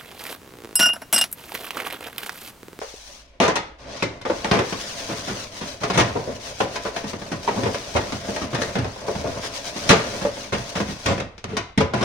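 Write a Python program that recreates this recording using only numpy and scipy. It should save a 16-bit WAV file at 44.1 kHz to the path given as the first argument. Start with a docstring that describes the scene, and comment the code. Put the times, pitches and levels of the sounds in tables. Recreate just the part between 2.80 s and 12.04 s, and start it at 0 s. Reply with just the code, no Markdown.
"""Washing up at a kitchen sink. First a sponge wipes a steel lid, which is put down with a clang.
Then the sponge dips into the soap tub, and a steel tray is picked up, soaped and scrubbed.
Many tiny clicks make the sponge hiss; short bursts of force make the tray ring, knock and rumble.
Near the end the tray is laid down, a dry tick comes from the soap tub, and the tray is lifted again.
Room tone and hum run throughout; a two-port microphone rounds off the hardest clatter."""
import sys
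import numpy as np
from scipy import signal
from scipy.fft import rfft, irfft, next_fast_len
from scipy.io import wavfile

SR = 44100
rng = np.random.default_rng(int(sys.argv[2]) if len(sys.argv) > 2 else 0)


def persist_wave(psi):
    """Save psi, clipped to +-1, as 16-bit WAV."""
    counts = np.round(np.clip(psi, -1, 1) * 32767).astype(np.int16)
    wavfile.write(sys.argv[1], SR, np.atleast_2d(counts).T)


N = 407471
RING_SIZE, BLOW_SIZE = 26000, 32768   # samples in a ring and in the analysis of a blow

# Background of the room: f/Hz, relative level/dB
ROOM_TONE = [(20, -7), (50, -13), (62, 1.5), (82, -33), (200, -85), (600, -33), (1500, -45), (2300, -26),
             (8000, -51), (16000, -70)]
# Spells of rubbing: lid, soap tub, spreading soap, tray rim, wide circles, hard scouring.
# start t/s, end t/s, number of strokes, relative hiss level/dB, dip at the turns/dB, relative rumble level/dB
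RUBBING_SPELLS = [(0.0, 0.103, 1, -47, -1, -59), (0.132, 0.408, 1, -48.5, 1, -52.5),
                  (0.418, 0.564, 1, -59, 8, -54), (0.986, 1.354, 1, -37.5, 13.5, -36),
                  (1.473, 1.857, 4, -40, -1.5, -34.5), (1.857, 2.639, 8, -34.5, 3, -37.5),
                  (2.713, 2.949, 2, -37, 5.5, -39), (3.004, 3.294, 3, -41.5, -2, -30.5),
                  (3.292, 3.562, 1, -42.5, 0.5, -37), (3.598, 3.884, 2, -36, 7, -38.5),
                  (3.89, 4.355, 4, -38, 7, -34.5), (4.382, 4.63, 1, -44.5, 0, -39),
                  (4.627, 5.366, 2, -37.5, 1.5, -36), (5.4, 5.652, 1, -37, 3, -32.5),
                  (5.703, 5.98, 1, -36, 6.5, -30.5), (5.97, 6.247, 1, -44, -0.5, -37.5),
                  (6.264, 6.58, 1, -39.5, -1, -33), (6.6, 7.038, 4, -32.5, 8.5, -37),
                  (7.008, 7.46, 5, -36, -2, -31), (7.51, 7.685, 1, -38.5, 3, -39),
                  (7.732, 8.162, 4, -36.5, 4.5, -37), (8.183, 8.37, 1, -38.5, 3.5, -36.5)]
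# Extra treble of the fizz, strong on the smooth lid and dull in the soap tub: t/s, top level/dB
FOAM_TREBLE = [(0.35, 13), (1.0, -53), (1.4, 1.5), (1.9, 7), (8.3, 6), (8.6, -18)]
# Tone colour of the sponge: f/Hz, relative level/dB
SPONGE_COLOUR = [(300, -10), (700, -1), (1200, -2.5), (2200, -2), (4000, -1.5), (6200, -2.5), (7300, -13),
                 (9300, -15), (11500, -27.5), (16000, -28.5)]
# Tone colour of the tray under the rubbing hand: f/Hz, relative level/dB
RUMBLE_COLOUR = [(25, -8), (55, -12), (90, 3), (140, -8), (190, -6.5), (240, -3), (320, -8), (450, -5),
                 (620, 0), (800, -11.5), (1100, -13), (2500, -18.5), (6000, -68)]
# Steel on steel: lid put down, tray picked up, tray rocking on cookware, tray laid down and lifted.
# t/s, contact length/s, strength/dB, hardness/(dB per octave), thud level/dB relative to strength
STEEL_CONTACTS = [(0.016,0.00088,-27,-5.5,-41), (0.6011,0.00086,-12.5,-3.5,-10.5),
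                  (0.612,0.059,-10,-3.5,-21.5), (0.68,0.0017,-17.5,-2.5,-9.5), (0.69,0.023,-18.5,-4.5,-29),
                  (0.756,0.013,-17.5,-1,-21), (0.995,0.022,-48,0,-13), (1.225,0.006,-17.5,-2,-8.5),
                  (1.414,0.0037,-37,0.5,-5), (1.452,0.014,-20,-5.5,-21), (1.499,0.011,-15.5,-7.5,-20.5),
                  (1.645,0.0028,-19,-3.5,-12), (1.713,0.0066,-13,-2.5,-8), (1.73,0.05,-13.5,-4,-8.5),
                  (1.79,0.0029,-14,-5,-16.5), (1.925,0.0027,-24,-2.5,-6.5), (2.29,0.06,-23,-5,-6),
                  (2.474,0.047,-23.5,-2.5,-4.5), (2.81,0.028,-28,-1.5,-4), (3.011,0.023,-30.5,-3.5,-7),
                  (3.034,0.014,-19,-2.5,-15), (3.1,0.0082,-19,-2.5,-8), (3.134,0.076,-19.5,-1,0),
                  (3.175,0.044,-8.5,-2,-8.5), (3.354,0.015,-17,-10,-9.5), (3.474,0.0053,-20.5,-16,-14),
                  (3.803,0.0076,-13.5,-5,-16), (3.957,0.01,-23.5,-1.5,-32), (4.051,0.023,-20,-5.5,-20),
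                  (4.163,0.0066,-23.5,-2,-15), (4.24,0.008,-29,-4.5,1.5), (4.332,0.0038,-28,-4.5,-3),
                  (4.416,0.0054,-31.5,-3.5,-3), (4.517,0.013,-23.5,-3,-2), (4.678,0.015,-14,-6.5,-22),
                  (4.76,0.077,-18.5,-9,-4), (4.834,0.003,-24,-3,1), (4.858,0.013,-16.5,-6.5,-11),
                  (4.945,0.003,-23,-3,-24), (5.151,0.011,-13.5,-9,-8.5), (5.162,0.0166,-16.5,-3,-15),
                  (5.322,0.0029,-26.5,-1.5,2.5), (5.484,0.0074,-23,-11,-4), (5.563,0.0032,-24,-2.5,-25),
                  (5.616,0.01,-25.5,-2,1.5), (5.731,0.02,-24.5,-3.5,1), (5.747,0.0078,-22,-1.5,-11),
                  (5.818,0.0034,-20.5,-1.5,-16), (5.954,0.0117,-20,-3.5,-3), (5.985,0.0084,-26.5,-2,7),
                  (6.045,0.002,-25,-4.5,-6), (6.161,0.0025,-35,-6.5,-15), (6.281,0.006,-18,-10,-18),
                  (6.353,0.0015,-29,-3.5,4), (6.444,0.0099,-25,-9,-5), (6.632,0.03,-27.5,-2,-19),
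                  (6.96,0.003,-30,-5.5,-4), (7.091,0.013,-10.5,1,-10.5), (7.1,0.032,-5,-2.5,-13),
                  (7.411,0.017,-26.5,-3,-2), (7.45,0.0061,-18,-8,-15), (7.723,0.026,-18,-2.5,-5),
                  (7.954,0.028,-21.5,-1.5,-5), (8.002,0.0067,-20.5,-4,-0.5), (8.08,0.038,-31,-3,5),
                  (8.259,0.011,-17.5,-0.5,-2.5), (8.28,0.056,-16,-4,-3), (8.379,0.0032,-26.5,-3.5,-10),
                  (8.4,0.0049,-25.5,-2,-4), (8.58,0.00099,-41,1,-9), (8.641,0.0021,-31,-1.5,1.5),
                  (8.68,0.12,-29.5,-3,3), (8.768,0.0098,-20,0,-11), (8.976,0.013,-18,-1.5,7),
                  (9.003,0.015,-13,-5,-15), (9.136,0.011,-17,-4.5,-4), (9.16,0.085,-23.5,-2.5,-6),
                  (9.211,0.011,-19.5,-4,-4), (9.228,0.0037,-21,-1.5,-16)]
# Limits of the thud, body, clang and crack ranges: f/Hz
RANGE_LIMITS = [70, 280, 900, 2800, 7000]
# Single notes that sing out: t/s, f/Hz, starting level/dB, time to fall by 60 dB/s
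SINGING_NOTES = [(0.016, 440, -27.5, 0.11), (0.14, 430, -29.5, 0.028), (0.601, 667, -16.5, 0.3),
                 (0.681, 1020, -17.5, 0.17), (0.757, 931, -25.5, 0.25), (1.224, 2520, -14.5, 0.032),
                 (1.499, 516, -16, 0.12), (1.714, 192, -15, .15), (4.677, 945, -13, 0.093),
                 (6.282, 962, -27, 0.12), (7.103, 178, -10.5, 0.18), (7.103, 242, -6, 0.084),
                 (7.45, 579, -15.5, 0.22), (8.28, 7550, -35, 0.23), (8.733, 431, -24, 0.25),
                 (8.768, 980, -30.5, 0.22), (8.768, 1440, -32, 0.21), (8.768, 1880, -31, 0.19),
                 (8.768, 2520, -38, 0.26)]
# Clear notes of the hand-held tray: f/Hz, relative level/dB, time to fall by 60 dB/s
TRAY_NOTES = [(201.5, -19.5, 0.14), (250.6, -38, 0.31), (440, -27, 0.1), (557, -27, 0.26),
              (677.5, -24.5, 0.16), (1002, -25.5, 0.32), (1257, -31.5, 0.4), (1874, -22.5, 0.21),
              (2070, -25, 0.4), (2554, -42.5, 0.62), (3920, -41, 0.27), (4560, -28, .16),
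              (5680, -21, 0.094)]
# Fading of the tray's crowded sheet notes: f/Hz, time to fall by 60 dB/s
SHEET_FADING = [(100, 0.37), (500, 0.14), (1600, 0.14), (5000, 0.11), (12000, 0.025)]
# Tone colour of a steel blow before its ranges are balanced: f/Hz, relative level/dB
STEEL_COLOUR = [(25, -39), (55, -7.5), (90, 1.5), (190, -2), (310, -5.5), (600, -9), (800, -8.5),
                (1050, -9.5), (2000, -11), (6000, -17.5), (7400, -27), (9500, -30), (12000, -45.5),
                (16000, -47)]
# Fading of the kitchen's echo: f/Hz, time to fall by 60 dB/s
KITCHEN_FADING = [(100, 0.47), (700, 0.54), (1800, 0.48), (5000, 0.41), (12000, 0.14)]
# Balance of the two microphone ports: f/Hz, left minus right level/dB
PORT_BALANCE = [(60, -1.5), (170, -2), (380, 3.3), (650, 0), (1100, -.5), (2200, 1.5), (3700, 2.5),
                (6000, 10), (7000, 3.4), (8400, -8.5), (10300, -11.5), (12400, -2), (15000, 5)]
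# How alike the two ports hear a spread-out sound: f/Hz, likeness from 0 to 1
PORT_LIKENESS = [(100, 0.96), (200, 1), (380, 0.74), (700, 0.36), (1300, 0.081), (16000, 0)]


def from_db(db):
    """Turn decibels into a gain."""
    return 10 ** (np.asarray(db) / 20)


def rms_one(x):
    """Scale a sound to an rms of one."""
    return x / np.sqrt(np.mean(x ** 2) + 1e-20)


def in_time(rows):
    """Read a time curve at every sample."""
    return np.interp(np.arange(N) / SR, *np.transpose(rows))


def at_hz(points, hz):
    """Read a frequency table, with straight lines on a logarithmic frequency axis."""
    known_hz, values = np.transpose(points)
    return np.interp(np.log(hz + 1e-9), np.log(known_hz), values)


def drift(rate):
    """Wander at random through `rate` new values a second, with an rms of one."""
    knots = rng.standard_normal(4000)
    return rms_one(np.interp(np.arange(N) / SR * rate, np.arange(len(knots)), knots))


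def add(out, sound, s):
    """Mix in a sound from time s, cutting off what runs past the end."""
    start = max(round(s * SR), 0)
    out[:, start:start + sound.shape[-1]] += sound[..., :N - start]


def colour(x, points):
    """Filter a sound to follow a table of f/Hz and level/dB, with no sound ahead of its cause."""
    size = 2 * next_fast_len(x.shape[-1] // 2 + 1)
    gains = from_db(at_hz(points, np.fft.rfftfreq(size, 1 / SR)))
    # folding the log spectrum forward in time gives a minimum-phase filter
    cepstrum = irfft(np.log(gains))[:size // 2]
    cepstrum[1:] *= 2
    response = np.exp(rfft(cepstrum, size))
    return irfft(rfft(x, size) * response)[..., :x.shape[-1]]


def diffuse(pair):
    """Make two unrelated signals a spread-out field: alike in the bass, unrelated in the treble."""
    size = 2 * next_fast_len(pair.shape[-1] // 2 + 1)
    alike = np.clip(at_hz(PORT_LIKENESS, np.fft.rfftfreq(size, 1 / SR)), -1, 1)
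    shares = np.sqrt([1 + alike, 1 - alike])
    mid, side = irfft(rfft(pair, size) * shares)[:, :pair.shape[-1]]
    return np.array([mid + side, mid - side]) / 2


def room_tone(level_db=-54, hum_hz=50, hum_db=-54):
    """Coloured noise makes a low background rumble; a steady sine adds the mains hum."""
    air = rms_one(colour(diffuse(rng.standard_normal((2, N))), ROOM_TONE))
    hum = np.sin(2 * np.pi * hum_hz * np.arange(N) / SR)
    return from_db(level_db) * air + from_db(hum_db) * hum


def dying_noise(fading):
    """Many overlapping notes heard as noise, with a separate fade for each octave."""
    t, hz = np.arange(RING_SIZE) / SR, np.fft.rfftfreq(RING_SIZE, 1 / SR)
    white = rfft(diffuse(rng.standard_normal((2, RING_SIZE))))
    centres = 100 * 2. ** np.arange(8)
    out = 0
    for centre, weights in zip(centres, np.eye(len(centres))):
        decay = from_db(-60 * t / at_hz(fading, centre))
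        octave = irfft(white * at_hz(np.transpose([centres, weights]), hz))
        out = out + octave * decay / np.linalg.norm(decay)
    return out


def rubbing():
    """Sponge speed and tray pressure: each spell rises, changes level along its strokes and dies away."""
    attack_s, release_s = 0.0083, 0.051   # length of the rise; time to fall to about a third
    pressure_follows = 0.32   # share of the dB dip that the pressure follows
    t, speed, pressure = np.arange(N) / SR, 0, 0
    for start, end, count, hiss_db, dip_db, rumble_db in RUBBING_SPELLS:
        rise = np.clip((t - start) / attack_s + .5, 0, 1)
        spell = rise * np.exp(-np.clip((t - end) / release_s, 0, 20))
        progress = np.clip((t - start) / (end - start), 0, 1)
        # a negative dip makes the turns louder instead
        turn_db = -dip_db * np.cos(np.pi * round(count) * progress) ** 2
        speed = np.maximum(speed, spell * from_db(hiss_db + turn_db))
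        pressure = np.maximum(pressure, spell * from_db(rumble_db + pressure_follows * turn_db))
    return speed, pressure


def grains(per_s, spread_db):
    """Random clicks of uneven size, like tiny separate touches."""
    sizes = from_db(spread_db * np.minimum(rng.exponential(1, N), 5))
    return rms_one((rng.random(N) < per_s / SR) * sizes * rng.standard_normal(N))


def sponge(kitchen, hand_speed, level_db=2.0, room_db=-8, turns_per_s=2.2, echo_s=0.000914,
           sweep=0.388, echo_db=-9):
    """Fibres flick over steel and foam bursts; the echo off the tray sweeps as the hand circles."""
    flutter_db, flutters_per_s, grain_db = 1.1, 70, 2.2
    speed = hand_speed * from_db(flutter_db * drift(flutters_per_s))
    fizz = speed * diffuse(np.array([grains(14000, grain_db) for _ in range(2)]))
    n = np.arange(N)
    circling = np.sin(2 * np.pi * turns_per_s * n / SR + drift(2))
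    lag = echo_s * SR * (1 + sweep * circling)   # samples
    echo = np.array([np.interp(n - lag, n, side) for side in fizz])
    fizz = fizz + from_db(echo_db) * echo
    treble_filter = signal.butter(1, 9000, "high", fs=SR, output="sos")
    top = signal.sosfilt(treble_filter, fizz)
    fizz = fizz + (from_db(in_time(FOAM_TREBLE)) - 1) * top
    fizz = fizz + from_db(room_db) * signal.oaconvolve(fizz, kitchen, axes=1)[:, :N]
    # the average strength of the strokes sets the final level
    return from_db(level_db) * np.sqrt(np.mean(speed ** 2)) * rms_one(colour(fizz, SPONGE_COLOUR))


def ring(hz, t60):
    """One sine note that falls by 60 dB in t60 seconds."""
    t = np.arange(RING_SIZE) / SR
    return np.sin(2 * np.pi * hz * t) * np.exp(-np.log(1000) * t / t60)


def tray_response(kitchen, direct_db=-12, modes_db=-5, room_db=-5, spot_db=3, max_port_lag_s=0.00054):
    """One touched spot answers with a crack, crowded sheet notes, a few clear notes and the room."""
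    out = from_db(room_db) * kitchen + dying_noise(SHEET_FADING)
    near = np.zeros(RING_SIZE)
    near[0] = from_db(direct_db)
    for hz, level_db, t60 in TRAY_NOTES:
        mode = ring(hz, t60) * rng.choice([-1, 1])
        mode_db = modes_db + level_db + spot_db * rng.standard_normal()
        near += from_db(mode_db) * mode / np.linalg.norm(mode)
    # the spot lies nearer to one port than to the other
    lags = (rng.random(2) * max_port_lag_s * SR).astype(int)
    return out + np.array([np.pad(near, (lag, 0))[:RING_SIZE] for lag in lags])


def drive(force, spots, count=2):
    """Deal the samples of a force in turn to a few random tray spots, each with its own ring."""
    dealt = np.arange(len(force)) % count
    chosen = rng.permutation(len(spots))[:count]
    return sum(signal.oaconvolve(spots[spot], (force * (dealt == k))[None], axes=1)
               for k, spot in enumerate(chosen))


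def tray_rumble(spots, hand_pressure, level_db=-1):
    """The dragging sponge sticks and slips, which keeps the tray's low notes going."""
    judder_db, judders_per_s = 2.5, 28
    pressure = hand_pressure * from_db(judder_db * drift(judders_per_s))
    body = drive(pressure * grains(1500, 2.3), spots)[:, :N]
    return from_db(level_db) * np.sqrt(np.mean(pressure ** 2)) * rms_one(colour(body, RUMBLE_COLOUR))


def contact_force(length, slips_per_s=2400, uneven_db=3.0, landing=1.98, easing=0.38):
    """A rim lands, then skids in tiny slips that ease off; a short contact is mostly a knock."""
    size = 6000
    phase = np.arange(size) / (max(length, 1 / 1000) * SR)
    slips = (rng.random(size) < slips_per_s / SR) * from_db(uneven_db * rng.standard_normal(size))
    slips = slips * rng.choice([-1, 1], size)
    force = slips * np.maximum(1 - phase, 0) ** easing
    force[0] = landing
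    return force


def ranges_of(centres, strength_db, hardness, thud_db):
    """Hardness tilts energy between body, clang and crack; the thud is set separately."""
    clang_db = 2   # lift of the clang range before the three upper ranges share the energy
    tilt_db = hardness * np.log2(centres[1:] / centres[2])
    spread = from_db(tilt_db + clang_db * np.array([0, 1, 0]))
    shares_db = 20 * np.log10(spread / np.linalg.norm(spread))
    return strength_db + np.append(thud_db, shares_db)


def clatter(spots, level_db=0):
    """Contacts drive the tray, each with its own balance of ranges; single notes sing out."""
    out, edges = np.zeros((2, N)), np.array(RANGE_LIMITS)
    centres, bins = np.sqrt(edges[:-1] * edges[1:]), edges * BLOW_SIZE // SR
    blow_s = .02   # time over which a blow's power is averaged
    for s, length, strength_db, hardness, thud_db in STEEL_CONTACTS:
        ranges_db = ranges_of(centres, strength_db, hardness, thud_db)
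        blow = colour(drive(contact_force(length), spots), STEEL_COLOUR)
        power = np.sum(np.abs(rfft(blow, BLOW_SIZE)) ** 2, axis=0) / (BLOW_SIZE * blow_s * SR)
        own_db = 10 * np.log10(np.add.reduceat(power, bins)[:-1])
        # move each range from its own level towards the wanted one
        add(out, colour(blow, np.transpose([centres, ranges_db - own_db])), s)
    for s, hz, start_db, t60 in SINGING_NOTES:
        add(out, from_db(start_db) * ring(hz, t60), s)
    return from_db(level_db) * out


def dry_tick(s=8.6425, peak_db=-13, t60=0.0084, top_hz=8500):
    """A quick noise burst makes one crisp tick as the hand reaches the plastic soap tub."""
    decay = np.exp(-np.log(1000) * np.arange(RING_SIZE) / SR / t60)
    noise = diffuse(rng.standard_normal((2, RING_SIZE)))
    tick = colour(noise * decay, SPONGE_COLOUR)
    tick = signal.sosfilt(signal.butter(2, top_hz, fs=SR, output="sos"), tick)
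    out = np.zeros((2, N))
    add(out, from_db(peak_db) * tick / np.abs(tick).max(), s)
    return out


def scene():
    """Add the background, sponge, tray and soap tub together in one kitchen."""
    kitchen = dying_noise(KITCHEN_FADING)
    spots = [tray_response(dying_noise(KITCHEN_FADING)) for _ in range(11)]
    speed, pressure = rubbing()
    washing = sponge(kitchen, speed) + tray_rumble(spots, pressure)
    return room_tone() + washing + clatter(spots) + dry_tick()


def record(dry):
    """Each port has its own tone; peaks are rounded at full scale and the top is cut."""
    hz, lean_db = np.transpose(PORT_BALANCE)
    # keeps the mean power gain of the two ports at one
    mean_db = 10 * np.log10(np.cosh(lean_db * np.log(10) / 10 / 2))
    ports = np.array([colour(x, np.transpose([hz, sign * lean_db / 2 - mean_db]))
                      for x, sign in zip(dry, (1, -1))])
    rounded = ports / (1 + ports ** 6) ** (1 / 6)
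    low_pass = signal.ellip(10, .2, 70, 16000, fs=SR, output="sos")   # cuts above 16000 Hz
    return signal.sosfilt(low_pass, rounded)


dry = scene()
out = record(dry)
persist_wave(out)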